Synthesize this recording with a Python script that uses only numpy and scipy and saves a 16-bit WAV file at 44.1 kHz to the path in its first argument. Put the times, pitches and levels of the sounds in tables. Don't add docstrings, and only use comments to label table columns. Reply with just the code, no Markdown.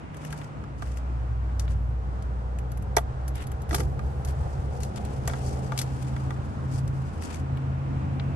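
import sys
import numpy as np
from scipy import signal
from scipy.fft import rfft, irfft
from scipy.io import wavfile

SR = 44100
rng = np.random.default_rng(int(sys.argv[2]) if len(sys.argv) > 2 else 0)


def store_wav(level_fs):
    pcm = np.round(np.clip(np.atleast_2d(level_fs), -1, 1) * 32767)
    wavfile.write(sys.argv[1], SR, pcm.T.astype(np.int16))


N = 368235

# t/s, level of cycle order 4/dB, level of the firing order 8/dB
NEAR_TONES = [(.6, -52.5, -55), (.85, -31.5, -50), (1.65, -26, -45), (2.1, -30.5, -43), (3.3, -32, -41),
              (3.8, -57, -42), (5.05, -58, -42), (5.35, -58, -33), (6.8, -56, -29), (8.35, -55, -31)]
PORT_LAG_S = 0.00039
CRACK_S = 0.0033


def amp(db):
    return 10 ** (np.asarray(db) / 20)


def rms_one(x):
    return x / np.sqrt(np.mean(x ** 2) + 1e-20)


def in_time(rows):
    s, *columns = np.transpose(rows)
    t = np.arange(N) / SR
    return [np.interp(t, s, column) for column in columns]


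def at_hz(points, hz):
    points = np.array(points)
    return np.interp(np.log(hz), np.log(points[:, 0]), points[:, 1])


def drift(rate_hz):
    r = np.exp(-80 * np.pi * rate_hz / SR)
    white = rng.standard_normal(N // 40 + 2002)
    slow = signal.lfilter([1], [1, -2 * r, r * r], white)[2000:]
    return np.interp(np.arange(N) / 40, np.arange(len(slow)), rms_one(slow))


def coloured(x, spectrum):
    hz = np.maximum(np.arange(N // 2 + 1) * SR / N, 1)
    return rms_one(irfft(rfft(x) * amp(at_hz(spectrum, hz)), N))


def band(x, low_hz, high_hz):
    return signal.sosfilt(signal.butter(2, [low_hz, high_hz], "band", fs=SR, output="sos"), x)


def ports(x, lag_s):
    n = np.arange(N)
    left = np.interp(n - lag_s * SR, n, x)
    return np.array([left, x])


def engine(hz, lines, span, start_turn):
    turns, t = np.cumsum(hz) / SR + start_turn, np.arange(N) / SR
    start_s, end_s = span[0][0], span[-1][0]
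    heard = np.interp(t, [start_s - .1, start_s, end_s, end_s + .2], [0, 1, 1, 0])
    tones = sum(np.sqrt(2) * amp(db) * np.sin(2 * np.pi * k * turns) for k, db in lines)
    return heard * tones


def near_engine(waver_db=1.0):
    # t/s, speed in cycles per second f/Hz
    speed = [(.6, 15.85), (1.6, 15.05), (2.4, 15.05), (3.3, 15.9), (4.5, 16.05), (8.35, 17.03)]
    # cycle order, level against the shared minor level/dB
    minor_orders = [(3, -2), (6, 4), (11, -5.5), (13, -2)]
    # t/s, change of order 4 level/dB, change of order 8 level/dB
    stumbles = [(6.5, 12, -10), (7.25, -5, -29)]
    stumble_s = 0.22
    minor_from_db, minor_full_db, minor_full_s = -60.5, -51.5, 2.6

    t, strong_db = np.arange(N) / SR, np.array(in_time(NEAR_TONES))
    for s, *change_db in stumbles:
        depth = np.maximum(1 - abs(t - s) / stumble_s, 0)
        strong_db = strong_db + np.outer(change_db, depth)
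    minor_db = np.interp(t, [NEAR_TONES[0][0], minor_full_s], [minor_from_db, minor_full_db])
    lines = [(k, db + waver_db * drift(19)) for k, db in zip([4, 8], strong_db)]
    lines += [(k, minor_db + db + 3.9 * drift(1.8)) for k, db in minor_orders]
    return engine(in_time(speed)[0], lines, NEAR_TONES, start_turn=0.1)


def far_engine(curve, start_turn, waver_db, octave_db, octave_until_s=5.24):
    hz, level_db = in_time(curve)
    octave_db = octave_db - 20 * np.maximum(np.arange(N) / SR - octave_until_s, 0)
    firing = (1, level_db + waver_db * drift(24))
    octave = (2, level_db + octave_db + waver_db * drift(11))
    return engine(hz, [firing, octave], curve, start_turn)


def climbing_engine():
    # t/s, f/Hz, level/dB
    curve = [(2.7, 64.6, -47), (3.7, 67.75, -34), (4.7, 70.15, -32), (5.0, 68.43, -37), (5.4, 72.73, -34),
             (5.8, 71.8, -42.5), (6.3, 75.2, -38), (8.35, 86, -36)]
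    return far_engine(curve, start_turn=0.33, waver_db=4.5, octave_db=-8)


def shifting_engine():
    # t/s, f/Hz, level/dB
    curve = [(0, 150, -54), (.3, 149.5, -36), (0.548, 146.5, -44.5), (1.55, 95, -37), (2.2, 101, -44),
             (2.7, 104, -57), (3.8, 112, -45)]
    return far_engine(curve, start_turn=0.065, waver_db=1.0, octave_db=-37)


def ticks(rise_s=0.0014, lag_s=.00006, alike=0.63):
    # t/s, strength level/dB, dull part against bright level/dB
    crunches = [(0.144, -45.5, -1.5), (0.168, -42.5, -8), (0.248, -35.5, -5), (0.304, -43, -3),
                (0.3252, -35, -7), (0.376, -42, -10), (0.414, -48.5, 6.5), (0.8704, -47.5, 0),
                (0.971, -39.5, -7), (1.595, -29, -16), (1.6785, -56, 13.5), (2.2227, -45.5, -29),
                (2.586, -40, -4.5), (2.717, -41.5, -10), (2.773, -43, -7), (2.823, -45.5, -6),
                (2.9655, -18.5, -34), (3.2788, -33, -13), (3.354, -39, -8), (3.4686, -39.5, -16),
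                (3.5164, -40, -4), (3.618, -43.5, -13), (3.692, -40, -6), (3.7464, -20, -36),
                (3.8046, -35, -6), (4.248, -34, -30), (4.804, -40, -17), (4.832, -31.5, -17),
                (4.848, -45, -17), (4.9593, -37, -23), (5.0495, -38, -29), (5.275, -23, -8),
                (5.555, -49, -1), (5.7758, -24.5, -25), (5.788, -19.5, -30), (5.814, -24.5, -12),
                (6.0246, -38.5, -11), (6.8762, -41, -17), (7.222, -36.5, -5), (7.3434, -37, -3),
                (7.571, -47.5, 4.5), (8.1969, -55.5, 19.5)]
    tail_db = -10
    bright, dull = np.full(N + SR, 1e-18), np.full(N + SR, 1e-18)
    t = np.arange(SR // 5) / SR
    for s, strength_db, dull_db in crunches:
        i = int(s * SR)
        t60 = 0.068 * amp(0.15 * (strength_db + 38.0))
        fall = np.exp(-t / CRACK_S) + amp(tail_db - 60 * t / t60)
        burst = np.minimum(t / rise_s, 1) * amp(strength_db) * fall
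        bright[i:i + len(t)] += burst
        dull[i:i + len(t)] += amp(dull_db) * burst
    shared = ports(rng.standard_normal(N), lag_s)
    noise = alike * shared + (1 - alike) * rng.standard_normal((2, N))
    bright_noise = rms_one(band(noise, 2900, 20000))
    dull_noise = rms_one(band(noise, 1470, 3820))
    return bright[:N] * bright_noise + dull[:N] * dull_noise


def scuffs(dull_db=-8.0, smooth_from_s=.45, shift_db=2.0):
    # start t/s, length t/s, level/dB
    drags = [(0.094, 0.29, -54), (0.23, 0.29, -52), (0.723, 0.37, -52.5), (1.59, 0.074, -54),
             (1.677, 0.072, -50.5), (3.33, 0.14, -45), (3.671, 0.2, -39.5), (4.265, 0.054, -43.5),
             (4.79, 0.068, -63), (4.955, 0.036, -44), (5.21, 0.5, -47), (5.502, 1, -59), (6.691, 0.13, -48),
             (6.803, 0.58, -55.5), (7.2, 0.091, -46), (7.254, 0.18, -46)]
    # start t/s, end t/s, level/dB
    shuffle = (2.8, 7.74, -54.5)
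    # f/Hz, relative level per Hz/dB
    grit = [(2000, -46), (4500, 13), (9000, 10), (11500, 2), (16000, 15)]
    sizes = amp(2.65 * np.minimum(rng.exponential(1, (2, N)), 5)) * rng.choice([-1, 1], (2, N))
    grains = sizes * (rng.random((2, N)) < 6000 / SR)
    drag, clumps = np.zeros(N), drift(60)
    for s, length_s, level_db in [*drags, (shuffle[0], shuffle[1] - shuffle[0], shuffle[2])]:
        i, n = int(s * SR), int(length_s * SR)
        clump_db = 3.0 if length_s < smooth_from_s else 1.5
        come_and_go = signal.windows.tukey(n, min(0.55 + length_s / 0.65, 1))
        drag[i:i + n] += amp(level_db + clump_db * clumps[i:i + n]) * come_and_go
    gritty = amp(shift_db * drift(15)) * coloured(grains, grit)
    rub = amp(dull_db + shift_db * drift(2.7)) * rms_one(band(grains, 800, 3320))
    return drag * (gritty + rub)


def close_by(x):
    # start t/s, end t/s
    handling = (2.6, 4.35)
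    t, top_hz = np.arange(N) / SR, 10600
    at_handle = (t > handling[0]) & (t < handling[1])
    left_db = np.where(at_handle, 2, 7)
    top_db = np.where(at_handle, 0, -7.5)
    top = band(x[1], top_hz, 19500)
    body = signal.sosfilt(signal.butter(4, top_hz, fs=SR, output="sos"), x)
    return amp([left_db / 2, -left_db / 2]) * body + amp(top_db) * top


def ring(blows, modes, t60, spread_db, rattle_s, narrow):
    at, out = (blows[:, 0] * SR).astype(int), np.zeros(N)
    chance = rng.standard_normal((len(at), len(modes)))
    r_contact, rattle = np.exp(-1 / (rattle_s * SR)), rng.standard_normal(N)
    softness_db = blows[:, 1] - blows[:, 1].max()
    for k, (hz, level_db) in enumerate(modes):
        clicks = np.full(N, 1e-18)
        reach_db = narrow * softness_db * abs(np.log2(hz / blows[:, 2]))
        clicks[at] = amp(blows[:, 1] + level_db + reach_db + spread_db * chance[:, k])
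        press = np.sqrt(1 - r_contact ** 2) * signal.lfilter([1], [1, -r_contact], clicks)
        contact = press * np.roll(rattle, k * SR // 3)
        w = 2 * np.pi * hz / SR
        r = amp(-60 / (t60 * SR) * np.sqrt(hz / modes[0][0]))
        out += signal.lfilter([0, np.sin(w)], [1, -2 * r * np.cos(w), r * r], contact)
    return out


def door(clack_db=-14):
    # t/s, strike level/dB, pitch of the modes struck hardest f/Hz
    knock_rows = [(0.327, -30.5, 1660), (0.639, -38, 1410), (0.822, -28.5, 1300), (2.968, -14, 1280),
                  (3.709, -23.5, 1500), (3.729, -25, 910), (3.744, -20.5, 1840), (3.782, -28, 1190),
                  (3.803, -26.5, 1870), (3.992, -30.5, 1346), (5.277, -25, 910), (5.297, -28, 1890),
                  (5.335, -26.5, 1390), (5.72, -26, 1290), (6.164, -31.5, 1900), (6.306, -29, 1460)]
    # f/Hz, relative level/dB
    skin_modes = [(430, -4.5), (690, 0.5), (875, -1), (1190, -2.5), (1390, -5), (1620, -5.5), (1940, -8.5),
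                  (2260, -7), (3420, -4.5), (5950, -4)]
    # t/s, strike level/dB, pitch of the modes struck hardest f/Hz
    seal_thuds = [(3.716, -26.5, 230), (3.794, -27, 370)]
    # f/Hz, relative level/dB
    panel_modes = [(185, 6), (270, 0.5), (370, 5), (480, 0)]
    bounce_s, bounce_db = 0.014, -6.5

    knocks = np.array(knock_rows)
    softness_db = knocks[:, 1] - knocks[:, 1].max()
    bounces = knocks + [bounce_s, bounce_db, 0] + np.outer(softness_db, [0, 1, 0])
    blows = np.vstack([knocks, bounces])
    skin = [ring(blows, skin_modes, t60=0.055, spread_db=2.0, rattle_s=.0035, narrow=0.55)
            for port in range(2)]
    touch = np.full(N, 1e-18)
    touch[(blows[:, 0] * SR).astype(int)] = amp(blows[:, 1] + clack_db)
    clack_level = signal.lfilter([1], [1, -np.exp(-1 / (CRACK_S * SR))], touch)
    clack = clack_level * rms_one(band(rng.standard_normal((2, N)), 490, 6900))
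    panel = ring(np.array(seal_thuds), panel_modes, t60=0.065, spread_db=-4.5, rattle_s=0.042, narrow=0.33)
    return np.array(skin) + clack + ports(panel, PORT_LAG_S)


def wash(spectrum, level_db, patchy_db):
    # f/Hz, share of power from 0 to 1
    diffuse = [(60, 0.17), (300, 0.44), (1000, 0.47), (4000, 0.95)]
    white, hz = rng.standard_normal((3, N)), np.maximum(np.arange(N // 2 + 1) * SR / N, 1)
    share = np.clip(at_hz(diffuse, hz), 0, 1)
    from_right = np.sqrt(1 - share) * rfft(ports(white[0], PORT_LAG_S))
    all_around = np.sqrt(share) * rfft(white[1:])
    noise = rms_one(irfft((from_right + all_around) * amp(at_hz(spectrum, hz)), N))
    return amp(level_db + patchy_db * drift(2.44)) * noise


def road_noise():
    # t/s, low roar level/dB, tyre drone level/dB
    road_levels = [(.8, -47.5, -62), (2.0, -50.5, -50), (4.6, -53, -42), (5.5, -42, -40.5),
                   (6.5, -44, -52.5), (8.35, -38.5, -49)]
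    # f/Hz, relative level per Hz/dB
    rumble = [(25, -61), (58, 3.5), (86, 0), (127, 2), (172, -9.5), (260, -22), (340, -61.5)]
    low_roar = [(110, -21), (170, 2), (250, 3), (330, -2), (480, -38), (1000, -98)]
    tyre_drone = [(330, -6), (480, -0.5), (640, -8.5), (790, 0), (950, -16), (2000, -87)]
    broad_roar = [(220, -7), (400, -2), (900, -3), (1400, -7), (2300, -23), (3700, -28), (9300, -36),
                  (10800, -59)]
    t, (low_roar_db, drone_db) = np.arange(N) / SR, in_time(road_levels)
    rumble_db = np.interp(t - NEAR_TONES[0][0], [0, 0.23], [-40.5, -37.5])
    broad_roar_db = -46 + 0.4629 * t
    return (wash(rumble, rumble_db, patchy_db=2.0) + wash(low_roar, low_roar_db, patchy_db=1.5)
            + wash(tyre_drone, drone_db, patchy_db=1.0) + wash(broad_roar, broad_roar_db, patchy_db=1.0))


def airy_hiss():
    # t/s, level/dB
    air = [(0, -58.5), (2, -68), (6, -68), (8.35, -55.5)]
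    hiss = band(band(rng.standard_normal((2, N)), 1730, 2760), 1500, 4200)
    return amp(in_time(air)[0]) * rms_one(hiss)


def scene():
    engines = near_engine() + climbing_engine() + shifting_engine()
    steps = close_by(scuffs() + ticks())
    return ports(engines, PORT_LAG_S) + steps + door() + road_noise() + airy_hiss()


def record(dry):
    dipped = dry - .85 * signal.lfilter(*signal.iirpeak(10000, 9.0, fs=SR), dry)
    peaked = dipped + 1.5 * signal.lfilter(*signal.iirpeak(11400, 8.0, fs=SR), dipped)
    below = signal.sosfilt(signal.cheby2(10, 50, 13000, fs=SR, output="sos"), peaked)
    softened = amp(-36.5) * peaked + below
    return signal.sosfilt(signal.cheby2(12, 70, 16000, fs=SR, output="sos"), softened)


dry = scene()
out = record(dry)
store_wav(out)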